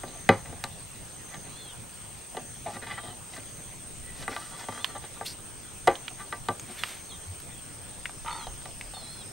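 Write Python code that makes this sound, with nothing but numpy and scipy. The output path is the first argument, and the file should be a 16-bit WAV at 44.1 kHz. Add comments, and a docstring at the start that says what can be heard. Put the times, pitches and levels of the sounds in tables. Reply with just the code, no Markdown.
"""Cicadas and a faint cricket drone from the start, over a light breeze rumbling in the microphone and a
thin electronic whine. A parrot walks along a wooden bench: beak and claws knock and scrape the plank's modes.
Low bumps and dry snaps follow, chicks peep in paired sines, feathers rustle, and a hoarse rasp comes late.
Crackles through resonances make the insects, rustles and rasp; shaped noise makes the air."""
import sys
import numpy as np
from scipy import signal
from scipy.io import wavfile
from scipy.ndimage import uniform_filter1d

SR = 44100
rng = np.random.default_rng(int(sys.argv[2]) if len(sys.argv) > 2 else 0)


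def put_to_file(sound):
    """Save the sound as 16-bit audio at rate SR, in the file named by the first command-line argument."""
    columns = np.atleast_2d(sound).T  # one column per channel
    safe = np.clip(columns, -1, 1)
    whole_steps = np.round(safe * 32767)
    wavfile.write(sys.argv[1], SR, whole_steps.astype(np.int16))


N = 411012

# Cicadas in a high choir. Each row: pitch in Hz, nominal width in Hz, relative level in dB.
HIGH_CHOIR = [(8260, 240, -7), (8538, 143, 0), (8810, 25, -6.5), (8860, 38, -8), (8405, 77, -6.5)]
# Level curve of the high choir. Each row: time in seconds, level in dB.
HIGH_LEVEL = [(0, -47.5), (3, -46.5), (4.5, -45.5), (5.5, -46.5), (9.32, -46)]
# Cicadas in a low choir. Each row: pitch in Hz, nominal width in Hz, relative level in dB.
LOW_CHOIR = [(6263, 125, 0), (6434, 110, 0)]
# Swells of the low choir, about one a second. Each row: loudest moment in seconds, level in dB.
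LOW_SWELLS = [(0.2, -52.5), (1.33, -52.5), (2.47, -55), (3.58, -55), (4.8, -54.5), (6.0, -54.5),
              (7.12, -55.5), (8.42, -54.5)]
# The lone cricket, growing louder late on. Each row: time in seconds, level in dB.
CRICKET_LEVEL = [(0, -74), (7.9, -67), (8.2, -61), (8.6, -62.5), (9.0, -59.5), (9.32, -57)]
# Resonance of the cricket. Each row: pitch in Hz, nominal width in Hz, relative level in dB.
CRICKET_MODE = [(5220, 230, 0)]
# Spectrum of the yard's air. Each row: frequency in Hz, relative density in dB per Hz.
AIR_SPECTRUM = [(20, -4), (70, -5), (105, 0.5), (135, 0), (170, -6), (300, -10), (700, -14), (1500, -18),
                (3300, -19), (5200, -24), (7600, -22), (9300, -28), (12000, -28), (15500, -31)]
# Left-right likeness of the air. Each row: frequency in Hz, likeness from 0 to 1.
AIR_LIKENESS = [(25, 0.0), (60, 0.67), (110, 0.58), (250, 0.41), (600, 0.43), (1500, 0.43), (4000, 0.36),
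                (9000, 0.24), (15000, 0.33)]
# Slow moves of the breeze, used around their means. Each row: time in seconds, deep bass in dB, rumble in dB.
BREEZE = [(0.0, -60, -53), (0.54, -67, -50), (1.14, -61, -54), (2.15, -67, -52.5), (3.03, -64, -53.5),
          (3.29, -68, -51.5), (3.91, -60, -54), (7.72, -64, -54), (8.08, -62, -53.5), (8.86, -58.5, -56),
          (8.99, -63, -54), (9.3, -63, -53)]
# Modes of the plank. Each row: pitch in Hz, relative level in dB, free 60 dB fade time in seconds.
PLANK_MODES = [(103.8, -6.5, 0.22), (176, -10, 0.15), (250, -1, 0.096), (360.3, -6, 0.13),
               (455.5, -2, 0.078), (543.6, -8, 0.14), (643.6, -4, 0.058), (682, 1.5, 0.032),
               (741, 13, 0.026), (803, -4.5, 0.11), (895, 3, 0.055), (1020, -13.5, 0.17), (1179, 1.5, 0.11),
               (1323, 2, 0.029), (1410, 2, 0.026), (1552, -5, 0.097), (1814, 6.5, 0.019),
               (1991, 3.5, 0.037), (1951, -6, 0.076), (2190, -5.5, 0.015), (2505, -6.5, 0.046),
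               (2950, -6, 0.038), (3310, -9.5, 0.051), (3710, -3, 0.017), (4000, -4, 0.027),
               (4530, -8.5, 0.012), (4900, -14, 0.029)]
# Centres in Hz of the tilt zones that the place of a strike colours: thud, low, body, ring, edge, tick.
ZONES_HZ = [120, 340, 700, 1200, 2000, 3500]
# Colour of the plank's rattle: one tilt in dB for each of those six zones.
RATTLE_TILT_DB = [-10, -3, 1.5, -10, -5, -5]
# Blows on the plank. Each row: time in seconds, nominal level in dB, tilts in dB for thud, low, ring,
# edge and tick, contact time in ms.
KNOCKS = [(0.036, -25, -15, 6.5, -4, -5, -12, 1.23), (0.2913, -1, -0.5, -0.5, -9, -2, -6.5, 1.1),
          (0.458, -36, -8, -2, 4, 14, 10, 1.25), (0.527, -31, 5, 7, -13, -6, -13, 1.2),
          (0.641, -24.5, -8, -1, 0, -4, -10, 0.6), (1.344, -34.5, -5, -7, -5, -7, 6, 1.3),
          (2.349, -31.5, -15, 0, -17, -13, -12, 1.44), (2.37, -22, -19, -4, -14, -12, -6, 1.3),
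          (3.365, -35, -10, -4, 15, 14, 3, 1.4), (4.28, -18.5, 6, 4, 7, 6, -2, 1.1),
          (4.364, -22.5, -6, -12, 7.5, 4, 8, 1.25), (4.687, -21.5, 2.5, -4, -2, -12, -12, 1.5),
          (4.724, -31, -1, 0, 6, 1, 6, 1.5), (4.777, -31, -8, -4, 17, 13, 0, 0.85),
          (4.953, -32, -11, -6, 4, -3, -4, 1.33), (5.04, -34, -8, 8, 4, 4, 2, 1.3),
          (5.212, -22.5, 1, -5.5, 2, -6, -18, 1.3), (5.8747, -7.5, -33, -6, -6, -10.5, -7, 2.03),
          (5.879, -6, -54, -3.5, -16, -11, -12.5, 2.1), (6.327, -20.5, -6, 3, 9.5, 8, 5.5, 1.9),
          (6.487, -13.5, 0, -1, -2, -8, -4.5, 1.53), (8.248, -35, 2, -8, -3, -10, -2, 1.1),
          (8.47, -27, -12, -9, -9.5, -16, -1, 1.47), (8.657, -31, -8, -14, -10, -7, -3, 1.47),
          (8.937, -34, 2, -17, -10, -17, 0, 1.4), (8.969, -34, 6, -24, -8, -21, -10, 1.06)]
# Claws and beak dragging over wood. Each row: loudest moment, rise and fall in seconds, relative pressure
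# in dB, tilts in dB for low, ring, edge and tick.
SCRAPES = [(0.08, 0.022, 0.07, -50.5, 5, -6, -5, 12), (0.142, 0.021, .06, -48, 2, 2, -6, -2),
           (0.47, 0.078, 0.18, -49, 1, -8, -3, -2), (1.353, 0.073, 0.024, -54, 2, 6, 14, 4),
           (1.45, 0.026, 0.062, -46.5, 5, -11, 1, 2), (2.666, 0.017, 0.063, -34, -4, -9, -3, -4),
           (2.766, 0.061, 0.011, -41, 7.5, 2, 1.5, 2), (2.827, 0.014, 0.038, -46, 5, 2, 12, 10),
           (2.868, .006, 0.035, -42, -1, 6.5, 6, 10), (2.908, 0.031, 0.053, -44.5, -5, 4, 13, 12),
           (2.983, .02, 0.022, -40.5, -8, 2, 4, 4), (3.038, .01, 0.054, -43.5, 4, -1, -1, 5),
           (3.07, 0.016, 0.084, -45.5, 7.5, -1.5, -4, 7), (3.335, .01, 0.019, -49, 0, -5, 7, 14),
           (3.382, 0.026, 0.018, -43, 0, -4, -3, 2), (4.1, 0.085, 0.26, -63.5, -9, -4, 17.5, 18),
           (4.238, 0.069, 0.013, -45.5, 3, -2, 7, 11), (4.315, .02, 0.1, -44.5, 2, -1, 8, 6),
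           (4.41, .02, 0.16, -58, 0, 11, 12, 19), (4.53, 0.043, 0.083, -55.5, -12, 14, 7, 5),
           (4.6, .05, 0.084, -46, -4, 1, 5.5, 5), (4.77, .08, 0.078, -48, 3, 7.5, 4, 6),
           (4.891, 0.031, 0.083, -50, 4.5, 3, 4, 2), (4.966, 0.023, 0.013, -36.5, -6, 0.5, -4, -1),
           (5.17, .015, 0.035, -57, -4, 11, 0, 0), (5.048, .03, 0.018, -48, -1, -3, -5, 14.5),
           (6.11, 0.014, 0.02, -44.5, 2, -5, -12, -4), (6.211, 0.043, .025, -47.5, -5, 10.5, 6, 7),
           (6.27, 0.018, .04, -51, -9, -12, -14, -6), (6.7, 0.028, 0.023, -48.5, 11.5, -5, -10, 0),
           (9.016, .02, 0.046, -51, -4, -3, -4, 12), (9.152, .01, 0.023, -57, -6, 12, 7, 8)]
# Low bumps at the microphone. Each row: start in seconds, level in dB, pitch in Hz, length in ms.
BUMPS = [(0.479, -43, 83, 98), (7.249, -34, 92, 107), (7.359, -46, 70.0, 62), (8.819, -41, 37.7, 120)]
# Dry snaps. Each row: start in seconds, relative level in dB, pitch in Hz, left over right in dB,
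# body level in dB, crack level in dB.
SNAPS = [(0.6396, -11.5, 3950, 1, 3.5, -1), (4.8447, -5, 3030, -6, 2, -9), (5.955, -16, 3300, -8, -15, -18),
         (6.0809, -14, 2650, -5, 0.5, -19), (6.5968, -20.5, 6350, 2, -0.5, 1.5),
         (6.836, -11, 2800, -4.5, 8.5, -12), (7.402, -28, 11500, 3, -7, 3),
         (8.0563, -9.5, 2020, 4, -5, -20), (8.095, -17.5, 980, 2, -6, -14), (8.328, -29, 1250, 20, 2, -5),
         (8.8111, -17.5, 2300, 1.0, -2, -10)]
# Chick calls, a list of rows per call. Each row: time in seconds, lower and upper pitch in Hz,
# lower and upper level in dB.
PEEPS = [
    [(1.51, 3300, 3970, -63, -64), (1.56, 3330, 4050, -56, -59), (1.585, 3530, 4280, -54, -56),
     (1.625, 3500, 4100, -50, -54), (1.652, 3330, 4330, -56, -59), (1.7, 3220, 3670, -50, -57),
     (1.735, 2950, 3250, -55, -56)],
    [(2.89, 2950, 3700, -60, -75), (2.94, 2950, 3700, -55, -75), (2.95, 3130, 3750, -56, -70),
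     (3.0, 3170, 3750, -56, -61), (3.1, 3150, 3680, -52, -61), (3.135, 2980, 3500, -56, -75)],
    [(4.5, 3330, 4000, -61, -70), (4.6, 3400, 4000, -60, -63), (4.68, 3230, 3900, -59, -70),
     (4.73, 3160, 3900, -55, -66), (4.795, 3240, 4100, -52, -64), (4.81, 3530, 4180, -50, -60),
     (4.87, 3550, 4330, -60, -55), (4.92, 3380, 4250, -63, -60), (4.985, 2990, 3600, -48, -70)],
    [(6.78, 3570, 4300, -57, -62), (6.8, 3520, 4250, -45, -52), (6.83, 3300, 4080, -58, -52),
     (6.89, 3200, 3720, -59, -62), (6.925, 3100, 3590, -59, -50), (6.95, 3020, 3450, -62, -60)],
    [(7.09, 3750, 4360, -57, -57), (7.105, 3650, 4250, -54, -54), (7.12, 3300, 3950, -47, -54),
     (7.15, 3230, 3650, -53, -56), (7.175, 3080, 3450, -62, -57)],
    [(8.3, 3620, 4450, -55, -47), (8.33, 3580, 4350, -51, -48), (8.37, 3680, 4520, -55, -54),
     (8.4, 3370, 4250, -57, -51), (8.44, 3260, 3950, -49, -54), (8.47, 3170, 3800, -56, -58),
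     (8.5, 3100, 3700, -57, -75)],
    [(8.935, 3720, 4380, -44, -52), (8.985, 3550, 4310, -57, -48), (9.03, 3350, 4100, -65, -56),
     (9.07, 3380, 4000, -62, -51), (9.135, 3400, 4260, -61, -50), (9.17, 3450, 4130, -59, -54),
     (9.2, 3470, 4110, -53, -53), (9.24, 3100, 3500, -55, -50)],
]
# Feathers rustling. Each row: loudest moment, rise and fall in seconds, level in dB,
# first and last pitch in Hz, first and last width in Hz.
RUSTLES = [(2.75, 0.095, 0.037, -55, 5000, 5000, 3500, 3500),
           (3.37, 0.075, 0.026, -54, 5000, 5000, 3500, 3500),
           (4.23, 0.098, 0.024, -51, 5000, 5000, 3500, 3500),
           (4.31, 0.039, 0.46, -53.5, 5000, 5000, 3500, 3500),
           (4.604, 0.06, .05, -51.5, 5000, 5070, 3500, 3500),
           (4.759, 0.14, 0.087, -57, 5030, 5000, 3500, 3500),
           (5.262, .015, 0.077, -38.5, 1200, 4880, 1500, 1000),
           (6.72, .12, 0.17, -52.5, 1800, 1800, 3000, 3000),
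           (6.79, 0.041, 0.068, -45.5, 1800, 1800, 2000, 2000),
           (6.89, 0.11, .13, -45.5, 1900, 1920, 3000, 3000)]
# Level curve of the hoarse rasp. Each row: time in seconds, level in dB.
RASP_LEVEL = [(8.24, -64), (8.256, -47), (8.262, -37.5), (8.284, -32.5), (8.38, -43.5), (8.402, -40),
              (8.446, -49.5), (8.46, -60)]
# Resonances of the rasp. Each row: pitch in Hz, nominal width in Hz, relative level in dB.
RASP_THROAT = [(930, 64, 3), (1240, 78, 2), (1910, 220, -4.5), (3030, 55, -11.5), (3620, 160, -13)]

LOW_REST_DB, SWELL_S = -61.5, 0.2  # low choir between swells, spread of each swell
AIR_DB = -46
FASTEST_GUST_PER_S, DEEP_GUST_DB, RUMBLE_GUST_DB = 1.51, 2, 0.4
WHINE_HZ, WHINE_DB = 15650, -64
CRACK_DB = -13.5  # the beak itself, relative to the blow
RING_AT_0_DB, RING_PER_DB = 0.93, 0.0034  # share of the free fade time; quieter blows ring shorter
RATTLE_DB, RATTLE_FALL_DB_PER_S = -25, 267  # relative to the blow
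STROKE_DB = 16  # climb and drop of every scrape and rustle around its loudest moment
SNAP_WIDTH_HZ = 980  # of each of two resonances in a row
THROB_PER_S, THROB_DEPTH = 60.5, 0.57
TOP_HZ = 15900


def gain_of(db):
    """Turns dB into gain."""
    return 10 ** (np.asarray(db) / 20)


def evened(x):
    """Scales a signal to rms 1."""
    return x / np.sqrt(np.mean(x ** 2) + 1e-20)


def read(points, hz):
    """Reads a spectrum table at hz, along log frequency."""
    f, value = np.transpose(points)
    return np.interp(np.log(hz + 1), np.log(f + 1), value)


def spread(rows):
    """Gives the start time and the columns of a curve at every sample."""
    s, *columns = np.transpose(rows)
    t = np.arange(s[0], s[-1], 1 / SR)
    return s[0], [np.interp(t, s, c) for c in columns]


def add(mix, s, sound, pan_db=1.0):
    """Adds a sound at s seconds, louder on the left by pan_db."""
    part = mix[:, round(s * SR):][:, :len(sound)]
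    part += gain_of([[pan_db / 2], [-pan_db / 2]]) * sound[:part.shape[1]]


def resonate(x, hz, width):
    """One decaying complex pole makes a resonance of about unit gain."""
    r = np.exp(-np.pi * width / SR)
    return 2 * signal.lfilter([1 - r], [1, -r * np.exp(2j * np.pi * hz / SR)], x).real


def band(x, lo_hz, hi_hz):
    """Passes the band between two frequencies."""
    return signal.sosfilt(signal.butter(2, [lo_hz, hi_hz], "band", fs=SR, output="sos"), x)


def grit(count, per_s, spread_db):
    """Sparse clicks of random sign and uneven size, scaled to rms 1."""
    size = gain_of(spread_db * np.minimum(rng.exponential(1, count), 4))
    sign = rng.choice([-1, 1], count)
    return evened(size * sign * (rng.random(count) < per_s / SR))


def stroke(s, rise, fall, db):
    """Start time and gain of a sound that swells to db at s and fades."""
    t = np.arange(-max(rise, 0.002), max(fall, 0.002), 1 / SR)
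    level = np.interp(t, [t[0], 0, t[-1]], [db - STROKE_DB, db, db - STROKE_DB])
    return s + t[0], gain_of(level) * signal.windows.tukey(len(t), 0.1)


def choir(modes, db, same):
    """Many insects click into narrow modes; part of the sound is common to both channels."""
    common, left, right = grit(3 * N, 4000, 2.1).reshape(3, N)
    own = np.sqrt(1 - same ** 2)
    clicks = np.array([same * common + own * left, same * common + own * right])
    out = 0
    for hz, width, level in modes:
        out = out + gain_of(level) * evened(resonate(resonate(clicks, hz, width), hz, 3 * width))
    return gain_of(db) * evened(out)


def insects():
    """Two cicada choirs, the low one swelling and resting, and a lone cricket."""
    t = np.arange(N) / SR
    low_db = LOW_REST_DB
    for s, db in LOW_SWELLS:
        low_db = low_db + (db - LOW_REST_DB) * np.exp(-0.5 * ((t - s) / SWELL_S) ** 2)
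    high = choir(HIGH_CHOIR, np.interp(t, *np.transpose(HIGH_LEVEL)), 0.67)
    low = choir(LOW_CHOIR, low_db, 0.69)
    cricket = choir(CRICKET_MODE, np.interp(t, *np.transpose(CRICKET_LEVEL)), 0.8)
    return high + low + cricket


def gusts(rates, t):
    """Slow sines with random phases, weaker as they quicken, sum to a wandering level of rms 1."""
    phases = rng.random((20, 1))
    return evened((np.sin(2 * np.pi * (rates * t + phases)) / np.sqrt(rates)).sum(0))


def air():
    """Random short-time spectra with drifting patches; gusts move the bass."""
    frames, hz = N // 256 + 5, np.fft.rfftfreq(1024, 1 / SR)
    a, b, c, d, patches = rng.standard_normal((frames, 513, 5)).T
    patches = evened(uniform_filter1d(uniform_filter1d(patches, 10, 0), 10, 1))
    t = np.arange(frames) * 256 / SR
    rates = np.geomspace(0.15, FASTEST_GUST_PER_S, 20)[:, None]
    s, deep_db, rumble_db = np.transpose(BREEZE)
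    deep = DEEP_GUST_DB * gusts(rates, t) + np.interp(t, s, deep_db - deep_db.mean())
    rumble = RUMBLE_GUST_DB * gusts(rates, t) + np.interp(t, s, rumble_db - rumble_db.mean())
    # the rumble's moves fade out from 170 to 260 Hz
    rumble_share = np.clip((260 - hz[:, None]) / 90, 0, 1)
    gust = np.where(hz[:, None] < 65, deep, rumble * rumble_share)
    same = np.clip(read(AIR_LIKENESS, hz), -1, 1)[:, None]
    left = a + 1j * b
    right = same * left + np.sqrt(1 - same ** 2) * (c + 1j * d)
    spectra = np.array([left, right]) * gain_of(read(AIR_SPECTRUM, hz)[:, None] + 2.1 * patches + gust)
    sound = signal.istft(spectra, nperseg=1024, noverlap=768)[1][:, :N]
    return gain_of(AIR_DB) * evened(sound)


def whine():
    """A thin steady tone that wavers a little in phase and level, unlike in each channel."""
    waver = evened(uniform_filter1d(rng.standard_normal((2, N)), 1500))
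    phase = 2 * np.pi * WHINE_HZ * np.arange(N) / SR + 1.2 * waver + [[0], [1.2]]
    return np.sqrt(2) * gain_of(WHINE_DB + 1.2 * waver[::-1]) * np.sin(phase)


def plank(force, tilt_db, ms=0.26, ring=0.8):
    """The force rings every mode, weighted by where it lands; a soft contact lets the modes swell."""
    t = np.arange(5000) / SR
    hz, db, t60 = np.transpose(PLANK_MODES)[:, :, None]
    # bending waves spread with pitch, so modes arrive out of step; near neighbours stay roughly together
    phases = 2 * np.pi * (rng.random() + 1.6 * np.log(hz) + 0.17 * rng.standard_normal(hz.shape))
    swell = 1 - np.exp(-(t * hz / max(ms, 0.1)) ** 2)  # ms holds at 1 kHz; treble answers sooner
    place_db = np.interp(np.log(hz), np.log(ZONES_HZ), tilt_db)
    fade_db = -60 * t / (t60 * ring)
    modes = swell * gain_of(db + place_db + fade_db) * np.sin(2 * np.pi * hz * t + phases)
    return signal.fftconvolve(force, modes.sum(0))


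def knock(s, db, thud_db, low_db, ring_db, edge_db, tick_db, ms):
    """A first strike, dying chatter and a loose plank's rattle; the beak itself cracks on top."""
    t = np.arange(8000) / SR
    chatter = rng.standard_normal(8000)
    force = 0.022 * chatter * np.exp(-t / 0.007) + (t == 0)
    tilt_db = [thud_db, low_db, 0, ring_db, edge_db, tick_db]
    sound = plank(force, tilt_db, ms, RING_AT_0_DB + RING_PER_DB * db)
    sound /= 3 * np.sqrt(np.mean(sound[:400] ** 2))
    sound[:8000] += gain_of(CRACK_DB) * band(chatter * np.exp(-t / 0.0013), 5600, 10700)
    rattle = grit(8000, 2500, 1.5) * gain_of(-RATTLE_FALL_DB_PER_S * t) * np.minimum(t / 0.0085, 1)
    rattle = plank(rattle, RATTLE_TILT_DB, ring=0.43)
    sound += gain_of(RATTLE_DB) * rattle / np.sqrt(np.mean(rattle[:2000] ** 2))
    return s - ms / 1000, gain_of(db) * sound  # the contact begins before its loudest moment


def yard(x):
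    """Ground and walls return a short sparse tail, other taps per channel."""
    taps = np.zeros((2, 8000))
    at = np.arange(120, 7980, 20) + rng.integers(0, 20, (2, 393))
    np.put_along_axis(taps, at, rng.choice([-1., 1.], at.shape), 1)
    taps *= gain_of(-60 * np.arange(8000) / SR / 0.15)  # falls 60 dB in 0.15 s
    return signal.fftconvolve(x, taps / np.linalg.norm(taps[0]), axes=1)[:, :N]


def scrape(s, rise, fall, db, low_db, ring_db, edge_db, tick_db):
    """The grain of the wood catches and lets go in a train of small blows that ring the plank."""
    s, pressure = stroke(s, rise, fall, db)
    force = gain_of(-29.5) * pressure * grit(len(pressure), 900, 2.6)
    return s, plank(force, [low_db - 2.5, low_db, 0, ring_db, edge_db, tick_db], ring=0.99)


def bump(s, db, hz, ms):
    """A few soft cycles of bass under a rounded swell."""
    t = np.arange(0, ms / 1000, 1 / SR)
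    return s, gain_of(db) * np.sin(2 * np.pi * (hz * t + rng.random())) * np.hanning(len(t))


def snap(s, db, hz, pan_db, body_db, crack_db):
    """A short ring at one pitch over a hollow body, a bright crack and a faint scattered tail."""
    t = np.arange(2600) / SR
    decay = 0.31 * np.exp(-t / 0.0027) + 0.026 * np.exp(-t / 0.021)
    force = rng.standard_normal(2600) * decay + (t == 0) * 2.35
    ring = evened(resonate(resonate(force, hz, SNAP_WIDTH_HZ), hz, SNAP_WIDTH_HZ))
    body = gain_of(body_db) * evened(band(force, 960, 3000))
    crack = gain_of(crack_db) * evened(band(force, 1800, 9200))
    return s, gain_of(db - 32.5) * (ring + body + crack), pan_db


def peep(rows):
    """Two sines whose pitch and strength tremble slightly."""
    s, columns = spread(rows)
    hz, db = np.array(columns[:2]), np.array(columns[2:])
    wobble, shiver = evened(uniform_filter1d(rng.standard_normal((2, *hz.shape)), 120))
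    phase = 2 * np.pi * np.cumsum(hz * (1 + 0.0064 * wobble), 1) / SR
    tones = gain_of(db + 2.2 * shiver) * np.sin(phase)
    return s, np.sqrt(2) * tones.sum(0) * signal.windows.tukey(hz.shape[1], 0.1), -0.5


def rustle(s, rise, fall, db, first_hz, last_hz, first_width_hz, last_width_hz):
    """Fine crackle through one gliding resonance, with a wide sheen."""
    s, gain = stroke(s, rise, fall, db)
    fizz = grit(len(gain), 6000, 1.0)
    f, t, z = signal.stft(fizz, SR, nperseg=256)
    glide = 1 - np.exp(-t / 0.014)
    centre = first_hz + (last_hz - first_hz) * glide
    width = first_width_hz + (last_width_hz - first_width_hz) * glide
    shape = 1 / (1 + (2 * (f[:, None] - centre) / width) ** 2) / np.sqrt(width / 2000)
    core = evened(signal.istft(z * shape, SR, nperseg=256)[1][:len(gain)])
    sheen = 0.91 * evened(band(fizz, 1450, 12600))
    return s, gain * (core + sheen), -0.5


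def rasp():
    """Uneven pulses, throbbing, through a few fixed resonances."""
    s, (db,) = spread(RASP_LEVEL)
    cycle = (np.arange(len(db)) / SR - 0.004) * THROB_PER_S % 1
    throb = 1 - THROB_DEPTH + THROB_DEPTH * np.exp(-cycle / 0.27)
    pulses = grit(len(db), 900, 1.5) * throb
    sound = 0
    for hz, width, level in RASP_THROAT:
        sound = sound + gain_of(level) * evened(resonate(resonate(pulses, hz, 2.2 * width), hz, 4 * width))
    return s, gain_of(db) * evened(sound) * signal.windows.tukey(len(db), 0.1), -0.7


def scene():
    """Near sounds and chicks with their echoes over the steady yard."""
    near, chicks = np.zeros((2, 2, N))
    for make, table in ((knock, KNOCKS), (scrape, SCRAPES), (bump, BUMPS), (snap, SNAPS), (rustle, RUSTLES)):
        for row in table:
            add(near, *make(*row))
    add(near, *rasp())
    for rows in PEEPS:
        add(chicks, *peep(rows))
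    echoes = yard(gain_of(-23) * near + gain_of(-12) * chicks)  # the chicks are further off, so wetter
    return near + chicks + echoes + insects() + air() + whine()


def record(dry):
    """A steep low-pass limits the band at the top."""
    lowpass = signal.firwin(511, TOP_HZ, window=("kaiser", 9), fs=SR)
    return signal.oaconvolve(dry, lowpass[None], "same")


dry = scene()
out = record(dry)
put_to_file(out)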